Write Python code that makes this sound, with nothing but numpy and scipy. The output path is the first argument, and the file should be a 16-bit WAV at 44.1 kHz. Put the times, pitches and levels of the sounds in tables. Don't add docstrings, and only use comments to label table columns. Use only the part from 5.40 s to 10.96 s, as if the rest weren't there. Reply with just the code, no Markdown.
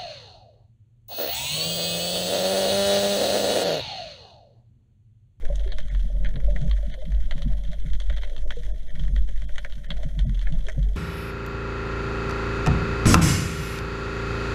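import sys
import numpy as np
from scipy import signal
from scipy.fft import dct
from scipy.io import wavfile
from scipy.ndimage import uniform_filter1d

SR = 44100
rng = np.random.default_rng(int(sys.argv[2]) if len(sys.argv) > 2 else 0)


def bounce(signal):
    frames = np.transpose(np.atleast_2d(signal))
    limited = np.clip(frames, -1, 1)
    pcm = np.round(limited * 32767).astype(np.int16)
    wavfile.write(sys.argv[1], SR, pcm)


def gain_from_db(level_db):
    decades = np.asarray(level_db, float) / 20
    return 10 ** decades


N = 245195

# centre_hz, width_hz, level_db
CAVITY = [(509, 33, -11.5), (578.2, 52, -1.5), (628, 31, -5.5), (694, 70, -9.5), (828, 160, -24.5),
          (1056, 57, -21)]
# centre_hz, width_hz, level_db
LID = [(1510, 245, 14.8), (1755, 254, 14.5), (1997, 510, 16.3), (2131, 75, 3.4)]
# centre_hz, width_hz, level_db
WINDOW = [(2714, 230, -9), (3190, 370, 2), (3674, 810, -4.5), (4490, 540, -15.5)]
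# centre_hz, width_hz, level_db
TOP = [(5683, 940, 4), (6397, 500, 6), (7330, 610, 3.5), (8360, 60, -6), (9100, 790, 2.5), (10300, 160, -9),
       (12100, 5400, -19.5), (13600, 1500, -37.5)]


def noise():
    return rng.standard_normal(N)


def unit(x):
    return x / np.sqrt(np.mean(x ** 2))


def curves(table):
    s, *columns = np.transpose(table)
    return [np.interp(np.arange(N) / SR, s, column) for column in columns]


def flicker(rate_hz, depth_db):
    k = int(SR / rate_hz)
    held = np.repeat(rng.standard_normal(N // k + 1), k)[:N]
    smooth = uniform_filter1d(uniform_filter1d(held, k), k)
    return gain_from_db(depth_db * unit(smooth))


def ring(x, modes, order=1):
    out = 0
    for k, (hz, width_hz, db) in enumerate(modes):
        band = [hz - width_hz / 2, hz + width_hz / 2]
        sos = signal.butter(order, band, "band", fs=SR, output="sos")
        out = out + (-1) ** k * gain_from_db(db) * signal.sosfilt(sos, x)
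    return out


def bursts(s, db, t60_s):
    at = np.clip((np.asarray(s) * SR).astype(int), 0, N - 1)
    kicks = np.bincount(at, gain_from_db(db), N)
    return signal.lfilter([1], [1, -1000 ** (-1 / (t60_s * SR))], kicks)


def swells(s, db, rise_db_s, fall_db_s, hold_s=0):
    late = np.arange(N) / SR - np.asarray(s)[:, None]
    rise_loss = rise_db_s * np.maximum(-late, 0)
    fall_loss = fall_db_s * np.maximum(late - np.reshape(hold_s, (-1, 1)), 0)
    return gain_from_db(np.asarray(db)[:, None] - rise_loss - fall_loss)


def ping(s, db, hz, t60_s, glide):
    out, t = np.zeros(N + SR), np.arange(SR // 4) / SR
    for at, gain, f, fade, bend in np.broadcast(s, gain_from_db(db), hz, t60_s, glide):
        start = int(at * SR)
        shape = (1 - np.exp(-t / 0.002)) * 1000 ** (-t / fade)
        out[start:start + len(t)] += gain * shape * np.sin(2 * np.pi * f * t * (1 + bend * t))
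    return out[:N]


def barrel():
    # peak_s, level_db, pitch_hz, hold_s
    surges = [(0.087, -25.5, 44.65, 0.18), (0.559, -19, 43.1, 0.06), (0.762, -25, 42.8, 0.11),
              (1.052, -17, 46, 0.029), (1.304, -18, 46.78, 0.022), (1.432, -25.5, 44.25, 0.01),
              (1.739, -21, 47.38, 0.02), (2.083, -23, 46, 0.047), (2.21, -33.5, 45.12, 0.22),
              (2.52, -23.5, 44.87, 0.0079), (2.692, -19, 45.16, 0.016), (3.035, -29.5, 41.27, 0.043),
              (3.255, -30, 42.95, 0.066), (3.651, -24.5, 44.63, .03), (3.735, -18, 44.78, 0.036),
              (3.992, -28.5, 45.8, 0.052), (4.22, -39.5, 46.82, 0.13), (4.58, -30, 47.82, 0.018),
              (4.814, -16.5, 42.89, 0.084), (4.976, -25.5, 40.66, 0.037), (5.183, -29, 40.8, 0.014),
              (5.426, -18.5, 47.2, 0.033)]
    # time_s, level_db
    sway_levels = [(0.0, -7.5), (0.08, -19.5), (0.73, -25), (1.19, -19.5), (1.41, -28.5), (1.5, -22),
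                   (1.75, -28), (1.83, -11.5), (2.04, -14.5), (2.18, -27), (2.46, -19.5), (4.41, -23.5),
                   (4.61, -14.5), (4.8, -46.5), (5.2, -9), (5.36, -32.5), (5.56, -27.5)]
    s, db, pitch_hz, hold_s = np.transpose(surges)
    power = swells(s, db, 206, 108, hold_s) ** 2
    level = np.sqrt(power.sum(axis=0)) + gain_from_db(-44.5)
    hz = pitch_hz @ power / power.sum(axis=0)
    hum = np.sqrt(2) * np.sin(2 * np.pi * np.cumsum(hz * flicker(14, 0.2485)) / SR)
    eddies = unit(ring(noise(), [(30.2, 16.7, -2.5), (46, 13.3, 5.5), (58.2, 20, -7.5)], order=2))
    sway = unit(ring(noise(), [(4.21, 4.91, -3.5), (9.92, 4.24, 2), (23.2, 12.96, -15.5)]))
    return level * (hum + gain_from_db(-9) * eddies) + gain_from_db(curves(sway_levels)[0]) * sway


def fittings():
    # start_s, peak_db, upper_modes_db, shaking_db
    knocks = [(0.092, -32, -20, -48), (0.44, -40, 4.5, -50), (0.513, -34.5, -17, -49),
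              (0.85, -58, -12, -52), (0.957, -28.5, -11, -32.5), (1.212, -22, -10, -30.5),
              (1.476, -28.5, -11, -34), (1.685, -57, -15, -33), (1.956, -26, -17, -36.5),
              (2.057, -26.5, 10.5, -31), (2.12, -36, -21, -45), (2.277, -30, -18, -40),
              (2.45, -27.5, -31, -35.5), (2.715, -34.5, -15, -42), (2.967, -38.5, -26, -57),
              (3.08, -64, -14, -50), (3.182, -35.5, 0, -42), (3.535, -34, -20, -48),
              (3.598, -28, -19, -40.5), (3.689, -34, -8, -32.5), (4.02, -43.5, -8, -45.5),
              (4.37, -44, -15, -40.5), (4.497, -42.5, 6, -36), (4.649, -24, -2.5, -57),
              (4.771, -25, -27, -38), (4.853, -28.5, 3.5, -33), (4.913, -45, -3, -31.5),
              (5.113, -20, -16, -25.5), (5.373, -18, -3, -30.5)]
    # time_s, level_db
    current = [(0, -58), (.6, -46), (1.1, -41), (1.7, -59), (2.15, -36), (2.9, -65), (3.3, -53.5),
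               (3.75, -41), (4.2, -58), (4.93, -34), (5.2, -54.5), (5.56, -54)]
    # centre_hz, width_hz, level_db
    low_modes = [(87, 29, -8), (130.2, 16.3, 0), (155.24, 14.4, -3), (172.5, 7.9, 0)]
    high_modes = [(218.9, 20, 9.5), (268.7, 37, -3.5)]
    # centre_hz, width_hz, level_db
    thud_modes = [(162, 66, 3.5), (245, 116, -11)]
    s, db, upper_db, shake_db = np.transpose(knocks)
    shaking = swells(s, shake_db, 890, 172).max(axis=0)
    buffet = shaking + gain_from_db(curves(current)[0])
    jostle = buffet * gain_from_db(-4.5) * flicker(25, 3.9)
    low = unit(ring(noise(), low_modes, order=2)) * jostle
    high = unit(ring(noise(), high_modes, order=2)) * jostle * gain_from_db(-9.5)
    rattle = 1 + 0.52 * noise()
    low_knock = gain_from_db(-2) * 10 * ring(bursts(s, db, 0.014) * rattle, low_modes)
    high_knock = gain_from_db(-15.5) * 10 * ring(bursts(s, db + upper_db, 0.031) * rattle, high_modes)
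    thud = gain_from_db(6) * ring(bursts(s, db, 0.012), thud_modes, order=2)
    return low + high + low_knock + thud + high_knock


def snaps():
    # start_s, peak_db, lean_from_window_to_lid_db, brightness_db
    near = [(0.0514, -30.5, 3.5, -15), (0.1564, -38, -6, 0.5), (.276, -33, 1, -19.5),
            (0.32, -24.5, -2.5, -24.5), (0.3838, -22.5, 1, -16.5), (0.548, -29.5, 2, -35),
            (0.8467, -25, 6, -24), (0.8573, -27, 2, -21), (0.9574, -29.5, 0.5, -45),
            (1.1614, -28.5, 9, -18), (1.3123, -24, -2, -35), (1.5402, -30, 2, -19), (1.91, -20, 1.5, -24),
            (2.02, -28.5, -4.5, -16), (2.3308, -31.5, 0, -16), (2.533, -30.5, -1, -16.5),
            (2.601, -26, -3.5, -15.5), (2.6981, -23, 4, -23), (2.771, -27, 0, -24), (2.8335, -25, 3, -26.5),
            (2.9634, -30.5, -2.5, -21), (3.1057, -18.5, 2.5, -24.5), (3.762, -27, 2, -23),
            (4.1809, -20, 1.5, -20), (4.2474, -25.5, 8, -19), (4.3226, -33, -4, -21),
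            (4.5043, -17, -1.5, -32), (4.791, -24, -2.5, -17.5), (5.0697, -28.5, 8, -43),
            (5.2848, -23.5, 7, -12.5)]
    # start_s, peak_db, lean_from_window_to_lid_db
    middle = [(.194, -34.5, -3.5), (0.483, -36.5, 0), (.5, -37.5, 9), (.596, -39, -4), (0.8887, -35.5, 4),
              (1.002, -37, 4), (1.215, -34, 1), (1.297, -38, 0), (1.7192, -37, 5), (1.747, -45, -9),
              (1.9793, -34, 2), (2.2361, -35.5, 0), (2.726, -32.5, 4), (2.821, -39, -8), (2.873, -39, 1),
              (3.5954, -35, -5), (3.6357, -35, 0), (3.6793, -36, 4), (3.8881, -34.5, 1.5), (4.0189, -32, 3),
              (4.0918, -41.5, 13), (4.157, -30, 2.5), (4.632, -30.5, 3), (4.8946, -36, 1.5),
              (4.9457, -35.5, -5), (4.9919, -33.5, -4), (5.014, -32.5, 0.5), (5.123, -34.5, -3),
              (5.2672, -32.5, -3), (5.4279, -37, -6)]
    # centre_hz, width_hz, level_db
    frame = [(1035, 360, -0.5), (4830, 1300, -16)]
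    middle_bright_db = np.full(len(middle), -15)
    s, db, lean, bright = np.vstack([near, np.column_stack([middle, middle_bright_db])]).T

    late, loss = rng.standard_normal((len(s), 2)).T
    echo_s, echo_db = s + 0.012 + 0.0037 * late, db - 11.5 + 3.0 * loss
    s, db = np.r_[s, echo_s], np.r_[db, echo_db]
    lean, bright = np.tile(lean, 2), np.tile(bright, 2)

    panel_db = -9
    shares = [-14 + 0.72 * lean, panel_db + lean, panel_db - lean, bright]
    parts = [(CAVITY, 3, 0.1), (LID, 3, 0.09), (WINDOW, 3, 0.1), (TOP, 3, 0.06)]  # modes, dB, tail t60 s
    out = gain_from_db(-22) * 10 * ring(bursts(s, db, 0.016) * noise(), frame)
    for share_db, (modes, part_db, tail_s) in zip(shares, parts):
        level_db = db + share_db
        crack = bursts(s, level_db + 16.5, 0.00019)
        echoes = bursts(s, level_db, 0.025) + gain_from_db(-11.5) * bursts(s, level_db, tail_s)
        gain = 1 / np.std(ring(noise(), modes))
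        out = out + gain_from_db(part_db - 13.5) * gain * ring(crack + echoes * noise(), modes, order=2)
    return out


def bubbles():
    # start_s, peak_db, pitch_hz, t60_s
    bubble_events = [(0.1, -24, 570, 0.097), (0.26, -33.5, 380, 0.14), (0.7, -35.5, 590, 0.058),
                     (1.082, -26.5, 579, 0.16), (1.31, -34, 1128, 0.034), (1.429, -35, 574, 0.15),
                     (1.576, -39, 519, 0.29), (1.621, -31.5, 607, 0.068), (3.168, -30, 474, 0.11),
                     (4.631, -31.5, 629.7, 0.069), (4.75, -43, 630, 0.11), (4.588, -36.5, 604, 0.076),
                     (4.851, -35, 621, 0.039), (5.272, -37.5, 405, 0.11), (5.285, -29.5, 625, 0.082),
                     (5.378, -32, 536, 0.064), (5.463, -47.5, 417.8, 0.4)]
    return ping(*np.transpose(bubble_events), 0.31)


def cavity():
    # time_s, level_db, share_of_deep_gurgles_db
    murmur = [(0.0, -63, 14), (0.11, -45, -4), (0.4, -53, -4.5), (0.66, -58.5, -3.5), (0.8, -52, -3.5),
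              (1.08, -46, -5), (1.35, -50.5, -2), (1.7, -55.5, -3), (2.33, -48.5, -19), (2.42, -61.5, 2.5),
              (2.8, -50.5, -6), (3.4, -51, 1.5), (3.72, -59.5, 0), (4.35, -60.5, -4.5), (4.62, -48.5, -0.5),
              (4.99, -71, 1), (5.1, -46.5, -17), (5.56, -55, 5)]
    # centre_hz, width_hz, level_db
    deep_modes = [(309, 71, -1), (380, 31, -1), (456, 76, 3.5)]
    murmur_db, low_db = curves(murmur)
    s, size = rng.random((400, 2)).T
    gurgle = unit(unit(bursts(s * N / SR, 23.0 * size, 0.12)) + 0.25)
    low = gain_from_db(low_db) * flicker(5.5, 3.8) * unit(ring(gurgle * noise(), deep_modes, order=2))
    size, pitch, bend = rng.standard_normal((110, 3)).T
    strand_hz = 584.8 * np.exp(0.0693 * pitch)
    strands = ping(rng.random(110) * N / SR, 3.2 * size, strand_hz, 0.14, 0.53 + 0.8 * bend)
    air = unit(ring(gurgle * noise(), CAVITY, order=2)) + gain_from_db(-3.5) * unit(strands)
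    return (air + low) * gain_from_db(murmur_db - 4.5)


def crackle(far_db):
    # centre_hz, width_hz, level_db
    open_paths = [(1080, 300, 0.5), (5040, 1400, -3.5), (11200, 12000, -17)]
    s, size, *shares = rng.random((1100, 6)).T
    parts = [(LID, -2, 0.3), (WINDOW, -2, 0.5), (TOP, -10, 0.9), (open_paths, -13, 0.25)]  # modes, dB, blur
    out = 0
    for share, (modes, db, blur) in zip(shares, parts):
        snap_db = np.minimum(-4.5 * np.log(size), 17) + 10.0 * share
        fry = unit(bursts(s * N / SR, snap_db, 0.036))
        hiss = (fry + blur) * flicker(12, 1.95) * noise()
        out = out + gain_from_db(db) * unit(ring(hiss, modes, order=2))
    return gain_from_db(far_db) * out


def thin_treble(x):
    # start_s, length_s, change_of_top_db, change_of_upper_middle_db
    moments = [(0.294, 0.023, -14, -0.5), (0.435, 0.0063, -20, -8), (0.49, 0.012, -22, -15),
               (0.706, 0.014, -4, 1), (0.853, 0.016, -25, 7), (1.513, 0.028, -23, 4),
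               (1.566, 0.021, -2, 14), (1.593, 0.022, -19, 12), (2.412, 0.021, -15, -6),
               (2.734, 0.021, -19, -4), (3.049, 0.016, -25, 2), (3.129, 0.025, -16, -7),
               (3.311, 0.033, -27, -23), (3.408, 0.0084, -15, 1), (3.478, 0.026, -19, -1),
               (3.522, 0.017, -5, 11), (3.699, 0.015, -19, 5), (4.054, 0.021, -20, -8),
               (4.139, 0.017, -22, 4), (4.466, 0.015, -14, -27), (4.846, 0.018, -17, -15),
               (5.024, 0.022, 8, 4), (5.049, 0.019, -7, 2), (5.177, 0.012, 11, -11), (5.32, 0.02, 3, -15)]
    treble = signal.sosfiltfilt(signal.butter(4, 900, "high", fs=SR, output="sos"), x)
    out = x.copy()
    for s, length_s, top_db, middle_db in moments:
        a, n = int((s - 0.006) * SR), int((length_s + 0.015) * SR)
        lines = dct(treble[a:a + n], norm="ortho")
        hz = np.arange(n) * SR / (2 * n)
        rank = np.abs(lines) * (hz / 3000 + 0.06) ** 1.1
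        kept_share = np.clip(0.045 * gain_from_db(middle_db / 2), 0.002, 0.5)
        strong = rank > np.quantile(rank, 1 - kept_share)
        kept = lines * np.where(strong, 1.3, gain_from_db(top_db - 5))
        change = dct(kept, type=3, norm="ortho") - treble[a:a + n]
        out[a:a + n] += signal.windows.tukey(n, 0.8) * change
    return out


def scene():
    return (barrel() + fittings() + bubbles() + cavity() + snaps() + crackle(-59))[None]


def roll_off(x):
    return signal.sosfilt(signal.butter(12, 15640, fs=SR, output="sos"), x)


def record(dry):
    # centre_hz, width_hz, level_db
    whine = [(9375, 11, 0), (8900, 11, -3), (9850, 11, -6), (9950, 11, -8)]
    x = dry[0] + gain_from_db(-80) * unit(ring(noise(), whine)) + gain_from_db(-71) * noise()
    x = thin_treble(np.tanh(1.142 * x) / 1.062) - 0.0077
    x = signal.sosfilt(signal.cheby1(6, 0.3, 14300, fs=SR, output="sos"), x)
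    return roll_off(x[None])


dry = scene()
out = record(dry)
bounce(out)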